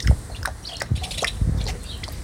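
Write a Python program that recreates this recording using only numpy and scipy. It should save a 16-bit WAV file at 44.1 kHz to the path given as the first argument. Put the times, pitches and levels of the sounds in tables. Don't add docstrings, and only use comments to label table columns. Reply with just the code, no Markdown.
import sys
import numpy as np
from scipy import signal
from scipy.fft import rfft, irfft, next_fast_len
from scipy.io import wavfile
from scipy.ndimage import uniform_filter1d, map_coordinates

SR = 44100
rng = np.random.default_rng(int(sys.argv[2]) if len(sys.argv) > 2 else 0)


def log_audio(samples):
    frames = np.atleast_2d(samples).T
    limited = np.clip(frames, -1, 1)
    pcm = np.round(limited * 32767).astype(np.int16)
    wavfile.write(sys.argv[1], SR, pcm)


def gain_from_db(level_db):
    decades = np.asarray(level_db, float) / 20
    return 10 ** decades


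N = 98607
TIME_S = np.arange(N) / SR


def unit(x):
    return x / np.sqrt(np.mean(x ** 2) + 1e-20)


def wobble(rate_hz):
    knots = rng.standard_normal(int(N * 1000 / SR) + 4)
    return map_coordinates(knots, [TIME_S * rate_hz])


def filtered(x, response):
    m = next_fast_len(len(x) + SR // 4)
    return irfft(rfft(x, m) * response(np.fft.rfftfreq(m, 1 / SR)), m)[:len(x)]


def coloured(points):
    f, db = np.transpose(points)
    shape = lambda hz: gain_from_db(np.interp(np.log(hz + 1), np.log(f + 1), db))
    return unit(filtered(rng.standard_normal(N), shape))


def resonances(peaks):
    def response(f):
        total = 0
        for k, (centre, width, db) in enumerate(peaks):
            damping = 1j * f * width
            total = total + (-1) ** k * gain_from_db(db) * damping / (centre * centre - f * f + damping)
        return total
    return response


def rings(rows, sag, rise, noise):
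    out, hiss = np.zeros(N), rng.standard_normal(N)
    for start_s, db, hz, t60_s in rows:
        first = int(start_s * SR)
        span = slice(first, first + SR // 6)
        u = np.clip(TIME_S[span] - start_s, 0, None)
        lag_s = u - t60_s / 4 * (1 - np.exp(-4 * u / t60_s))
        tone = np.sin(2 * np.pi * hz * (u - sag * lag_s))
        if noise:
            band = resonances([(hz, .38 * hz, 0)])
            tone = tone + noise * unit(filtered(hiss[span], lambda f: band(f) ** 2))
        swell = (1 - np.exp(-u / (rise * t60_s))) ** 2
        out[span] += gain_from_db(db - 60 * u / t60_s) * swell * tone
    return out


def bump(start_s, length_s, rise):
    u = np.clip((TIME_S - start_s) / length_s, 0, 1)
    return np.sin(np.pi / 2 * np.minimum(u / rise, (1 - u) / (1 - rise))) ** 2


def grainy_air():
    z = signal.stft(rng.standard_normal(N), nperseg=128)[2]
    grains = uniform_filter1d(rng.standard_normal(z.shape), size=2, axis=0)
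    grains = uniform_filter1d(grains, size=4, axis=1)
    grain_db = 3.5
    return signal.istft(z * gain_from_db(grain_db * unit(grains)), nperseg=128)[1][:N]


def cabin(x, t60_s, dull_hz):
    t = np.arange(SR // 3) / SR
    tail = rng.standard_normal(len(t)) * gain_from_db(-60 * t / t60_s) * (t > .002)
    wet = signal.fftconvolve(x, tail / np.linalg.norm(tail))[:N]
    return filtered(wet, lambda hz: 1 / (1 + 1j * hz / dull_hz))


def draught():
    # (time [s], level [dB])
    strength = [(0, -27.5), (.1, -21.5), (0.301, -31.5), (.39, -26.5), (0.699, -36.5), (.95, -26),
                (1.33, -28), (1.45, -20), (1.682, -23.5), (1.82, -28.5), (2.236, -23.5)]
    # (frequency [Hz], density [dB per Hz])
    rumble = [(15, -50), (25, -29), (39, 4), (59, 3.5), (124, -14), (400, -32.5), (520, -29), (880, -120)]
    lumps_db = 1.5 * wobble(24.95)
    air = unit(coloured(rumble) * gain_from_db(lumps_db))
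    return gain_from_db(np.interp(TIME_S, *np.transpose(strength))) * air


def hiss_bed():
    # (frequency [Hz], density [dB per Hz])
    spectrum = [(150, 10.5), (250, 2.5), (1550, -6), (1910, -6), (3170, -28), (4410, -20), (6140, -17),
                (8700, -18), (16000, -53)]
    level_db = -42 + 1.2 * wobble(6.2)
    return gain_from_db(level_db) * coloured(spectrum)


def far_chirring():
    # (frequency [Hz], width [Hz], level [dB])
    bands = [(8450, 1200, -53.5), (9700, 150, -59.5), (4350, 2230, -55.5)]
    # (time [s], level [dB])
    strength = [(0, 5.5), (.25, 4), (.55, -2), (.68, 2), (.9, -11.5), (1.1, 8.5), (1.5, -0.5), (2.236, 3.5)]
    out, swing_db = np.zeros(N), 1.5
    for hz, width_hz, db in bands:
        band = unit(filtered(rng.standard_normal(N), resonances([(hz, width_hz, 0)])))
        out += gain_from_db(db + swing_db * wobble(5.57)) * band
    return out * gain_from_db(np.interp(TIME_S, *np.transpose(strength)))


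def saliva_ticks():
    # (time [s], peak level [dB], pitch [Hz], t60 [s])
    snaps = [(.001, -19, 3980, 0.021), (.003, -21.5, 5470, 0.011), (.0232, -22.5, 5630, 0.032),
             (.0718, -22, 5610, 0.023), (.362, -31.5, 3770, 0.028), (.4293, -25.5, 5600, 0.013),
             (.4562, -16.5, 9530, 0.013), (.456, -19, 5770, 0.008), (.4575, -20.5, 4340, 0.0096),
             (.4752, -25, 5930, 0.0093), (.768, -23, 5950, 0.011), (.8045, -21, 5150, 0.015),
             (.8185, -17.5, 5860, 0.016), (1.219, -24.5, 7100, 0.0243), (1.2285, -19.5, 6180, 0.018),
             (1.2446, -13.5, 5600, 0.0081), (1.612, -24, 3830, 0.023), (1.665, -25.5, 4570, 0.0206),
             (1.841, -26, 8600, 0.0053), (2.081, -26.5, 4850, 0.0083), (2.087, -27.5, 4900, 0.006),
             (2.033, -24.5, 2225, 0.026), (2.036, -24.5, 3570, 0.033), (2.039, -23, 4570, 0.017),
             (1.641, -24, 7900, 0.0072)]
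    return gain_from_db(2.5) * rings(snaps, sag=0.186, rise=0.045, noise=0.78)


def tongue_pops():
    # (time [s], peak level [dB], pitch [Hz], t60 [s])
    openings = [(.044, -28.5, 1720, 0.04), (.0738, -10, 2190, 0.0065), (.0797, -15.5, 1630, 0.0068),
                (.1118, -12.5, 700, 0.0072), (.4295, -21, 1660, 0.0081), (.4518, -13.5, 1260, 0.012),
                (.4558, -10, 1680, 0.014), (.4749, -7, 1000, 0.0052), (.4785, -20.5, 720, 0.045),
                (.803, -26, 2060, 0.022), (.811, -25.5, 1835, 0.029), (.8183, -12.5, 674, 0.0082),
                (.8165, -11, 1900, 0.004), (.819, -7, 1870, 0.0027), (.002, -27, 2060, 0.018),
                (1.2232, -11, 545, 0.016), (1.2287, -13.5, 736, 0.021), (1.2375, -12.5, 1210, 0.011),
                (1.2445, -10.5, 2143, 0.013), (1.2478, -9, 2016, 0.014), (1.665, -25.5, 896, 0.016),
                (2.079, -23, 1080, 0.0077), (2.085, -23.5, 700, 0.017)]
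    return -gain_from_db(4.5) * rings(openings, sag=0.15, rise=0.062, noise=0.51)


def thumps():
    # (time [s], peak level [dB], pitch [Hz])
    pushes = [(0.044, -11.5, 63), (0.059, -2.5, 60.5), (.081, -7, 107), (0.0956, 2.5, 88), (0.126, -7, 90),
              (0.907, -14, 114), (0.9157, -5, 122), (0.941, -9.5, 92.5), (.975, -17.5, 147),
              (1.364, -17.5, 88), (1.415, -2, 87.12), (1.474, -5.5, 108), (1.488, -12, 140),
              (1.494, -7.5, 134), (1.52, -11.5, 119), (1.547, -11, 134), (1.575, -7, 79), (1.607, -15, 131),
              (1.633, -15, 83), (1.66, -12, 73.6), (1.72, -34, 78)]
    cycles = 10.6
    rows = [(start_s, db, hz, cycles / hz) for start_s, db, hz in pushes]
    return rings(rows, sag=0.84, rise=0.0082, noise=0)


def spit_specks():
    # (time [s], peak level [dB], pitch [Hz], t60 [s])
    specks = [(0.072, -36, 14500, 0.021), (.0995, -39, 9860, 0.0098), (.106, -32.5, 8660, 0.013),
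              (.1875, -40, 12000, .012), (0.357, -47, 13400, 0.017), (.4294, -39, 13400, 0.018),
              (0.454, -22, 14900, 0.0093), (0.7373, -33.5, 8900, 0.0078), (0.7664, -35, 8800, 0.01),
              (0.8003, -27, 7800, 0.011), (.7996, -37, 13900, .012), (0.8184, -30, 15200, 0.02),
              (.819, -24.5, 8400, 0.018), (1.15, -37, 8080, 0.024), (1.2457, -16.5, 9500, 0.004),
              (1.833, -32, 9200, .012), (1.9774, -37, 12200, 0.0086), (2.0946, -34, 10100, 0.0093),
              (2.079, -36, 8600, 0.019), (2.118, -35, 13200, .05), (1.654, -31, 4470, 0.017),
              (1.674, -22, 4530, 0.023), (2.047, -31, 4600, 0.0073)]
    return gain_from_db(-8) * rings(specks, sag=0, rise=0.045, noise=4)


def whistles():
    # (time [s], length [s], start pitch [Hz], end pitch [Hz], level [dB])
    high = [(.305, 0.066, 4330, 4100, -43), (.345, 0.016, 2670, 3000, -35.5),
            (.635, 0.024, 3000, 3080, -47), (.646, 0.026, 3407, 5600, -34), (.66, 0.028, 5100, 5600, -38),
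            (.666, 0.0258, 5370, 3600, -30), (.684, 0.029, 3380, 3195, -35),
            (.656, 0.0116, 4463, 3900, -31), (.622, .036, 5700, 5740, -46.5), (.74, 0.013, 2710, 3150, -32),
            (1.142, 0.027, 2930, 3250, -38.5), (1.015, 0.023, 2980, 3050, -47),
            (1.685, 0.049, 5600, 7000, -50), (1.862, 0.02, 3850, 3470, -44), (.713, 0.018, 3030, 2940, -33),
            (.73, 0.015, 3360, 3155, -31), (.75, 0.021, 4100, 4440, -31.5), (.768, 0.024, 4600, 4150, -41),
            (.955, 0.11, 3650, 4690, -46), (1.58, 0.024, 3920, 3260, -42), (1.603, .016, 2450, 2260, -38),
            (1.79, 0.058, 4300, 4100, -46), (1.842, 0.03, 2800, 2700, -46), (1.845, 0.065, 4680, 4480, -42),
            (1.88, 0.054, 3536, 4270, -34.5), (1.89, 0.098, 3600, 2604, -38), (1.9, .07, 4440, 3800, -39),
            (2.115, 0.043, 5000, 4330, -49)]
    # (time [s], length [s], start pitch [Hz], end pitch [Hz], level [dB])
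    gurgles = [(0.294, 0.017, 640, 650, -35.5), (0.687, 0.036, 760, 700, -40.5),
               (.724, 0.017, 660, 610, -33.5), (1.012, .045, 700, 785, -34), (1.044, 0.058, 800, 754, -37),
               (1.529, 0.033, 580, 634, -44.5), (1.595, 0.052, 700, 574, -41.5),
               (1.653, 0.028, 440, 446, -34), (1.666, 0.031, 570, 584, -35.5),
               (1.687, 0.021, 760, 770, -33.5), (1.717, 0.073, 460, 501, -39.5)]
    fuzz_hz, flutter_db, halo = 55 * wobble(400), 2.5 * wobble(250), 0.5 * wobble(900)
    out = np.zeros(N)
    for k, (start_s, length_s, start_hz, end_hz, db) in enumerate([*high, *gurgles]):
        shift = 997 * k
        u = np.clip((TIME_S - start_s) / length_s, 0, 1)
        hz = start_hz + (end_hz - start_hz) * u + np.roll(fuzz_hz, shift)
        gain = gain_from_db(db + np.roll(flutter_db, shift)) * bump(start_s, length_s, 0.32)
        out += gain * (1 + np.roll(halo, shift)) * np.sin(2 * np.pi * np.cumsum(hz) / SR)
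    return out + gain_from_db(-3) * cabin(out, t60_s=0.27, dull_hz=10000)


def snorts():
    # (time [s], length [s], level [dB], main resonance [Hz])
    puffs = [(0.35, 0.038, -44.5, 3800), (0.645, 0.39, -52.5, 3920), (0.949, 0.05, -36, 3800),
             (1.03, 0.034, -28.5, 3780), (1.105, 0.03, -27, 4010), (1.27, 0.2, -50, 3800),
             (1.172, 0.033, -26, 3800), (1.199, 0.043, -34.5, 4100), (1.266, 0.029, -24, 3890),
             (1.571, 0.029, -46, 5400), (1.592, 0.06, -42, 4060), (1.778, 0.32, -49, 3950),
             (1.124, 0.05, -36.5, 3700), (2.127, 0.029, -46, 4920)]
    # (frequency [Hz], width [Hz], level [dB])
    nose = [(700, 120, -9), (2430, 295, -5), (3150, 690, -3), (3800, 137, 6.5), (4100, 92, 7.5),
            (5670, 270, -3.5), (6770, 340, -11.5), (9900, 810, -7)]
    rest_hz, narrow_share, rise, linger_db = 3950, 0.88, 0.3, -11
    air, out = grainy_air(), np.zeros(N)

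    def through_nose(x, scale):
        return unit(filtered(x, resonances([(scale * hz, width, db) for hz, width, db in nose])))

    for start_s, length_s, db, main_hz in puffs:
        span = slice(int(start_s * SR), int((start_s + 2 * length_s) * SR))
        narrow = through_nose(air[span], narrow_share * main_hz / rest_hz)
        wide = through_nose(air[span], main_hz / rest_hz)
        flare = np.clip((TIME_S[span] - start_s) / (2 * rise * length_s), 0, 1) * np.pi / 2
        swell = bump(start_s, length_s, rise)
        swell += gain_from_db(linger_db) * bump(start_s, 2 * length_s, rise / 2)
        out[span] += gain_from_db(db) * swell[span] * (np.cos(flare) * narrow + np.sin(flare) * wide)
    return out


def strokes():
    # (time [s], length [s], level [dB])
    licks = [
        (1.676, 0.052, -29.5),
        (1.696, 0.19, -50.5),
        (2.078, 0.21, -47.5),
        (0.67, 0.11, -46.5),
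        (0.986, 0.21, -47),
    ]
    # (frequency [Hz], width [Hz], level [dB])
    mouth = [(700, 350, -12.5), (2050, 510, 1), (5600, 3100, -7)]
    crackle = gain_from_db(0.89 * wobble(600))
    wet = unit(filtered(grainy_air() * crackle, resonances(mouth)))
    return wet * sum(gain_from_db(db) * bump(start_s, length_s, 0.19) for start_s, length_s, db in licks)


def scene():
    dog = saliva_ticks() + tongue_pops() + spit_specks() + snorts() + strokes()
    answer = gain_from_db(-8.5) * cabin(dog, t60_s=0.16, dull_hz=5000)
    air = draught() + hiss_bed() + far_chirring()
    return (dog + answer + whistles() + thumps() + air)[None]


def roll_off(x):
    return signal.sosfilt(signal.butter(12, 17060, fs=SR, output="sos"), x)


def record(dry):
    low_cut_hz, dull_hz, top_hz, self_noise_db = 44.3, 12000, 15900, -61.5

    def microphone(hz):
        low_cut = (1j * hz / low_cut_hz / (1 + 1j * hz / low_cut_hz)) ** 3
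        return low_cut * (hz < top_hz) / np.sqrt(1 + (hz / dull_hz) ** 4)

    self_noise = filtered(rng.standard_normal(N), lambda hz: hz < top_hz)
    x = filtered(dry[0], microphone) + gain_from_db(self_noise_db) * self_noise
    return roll_off(x[None])


dry = scene()
out = record(dry)
log_audio(out)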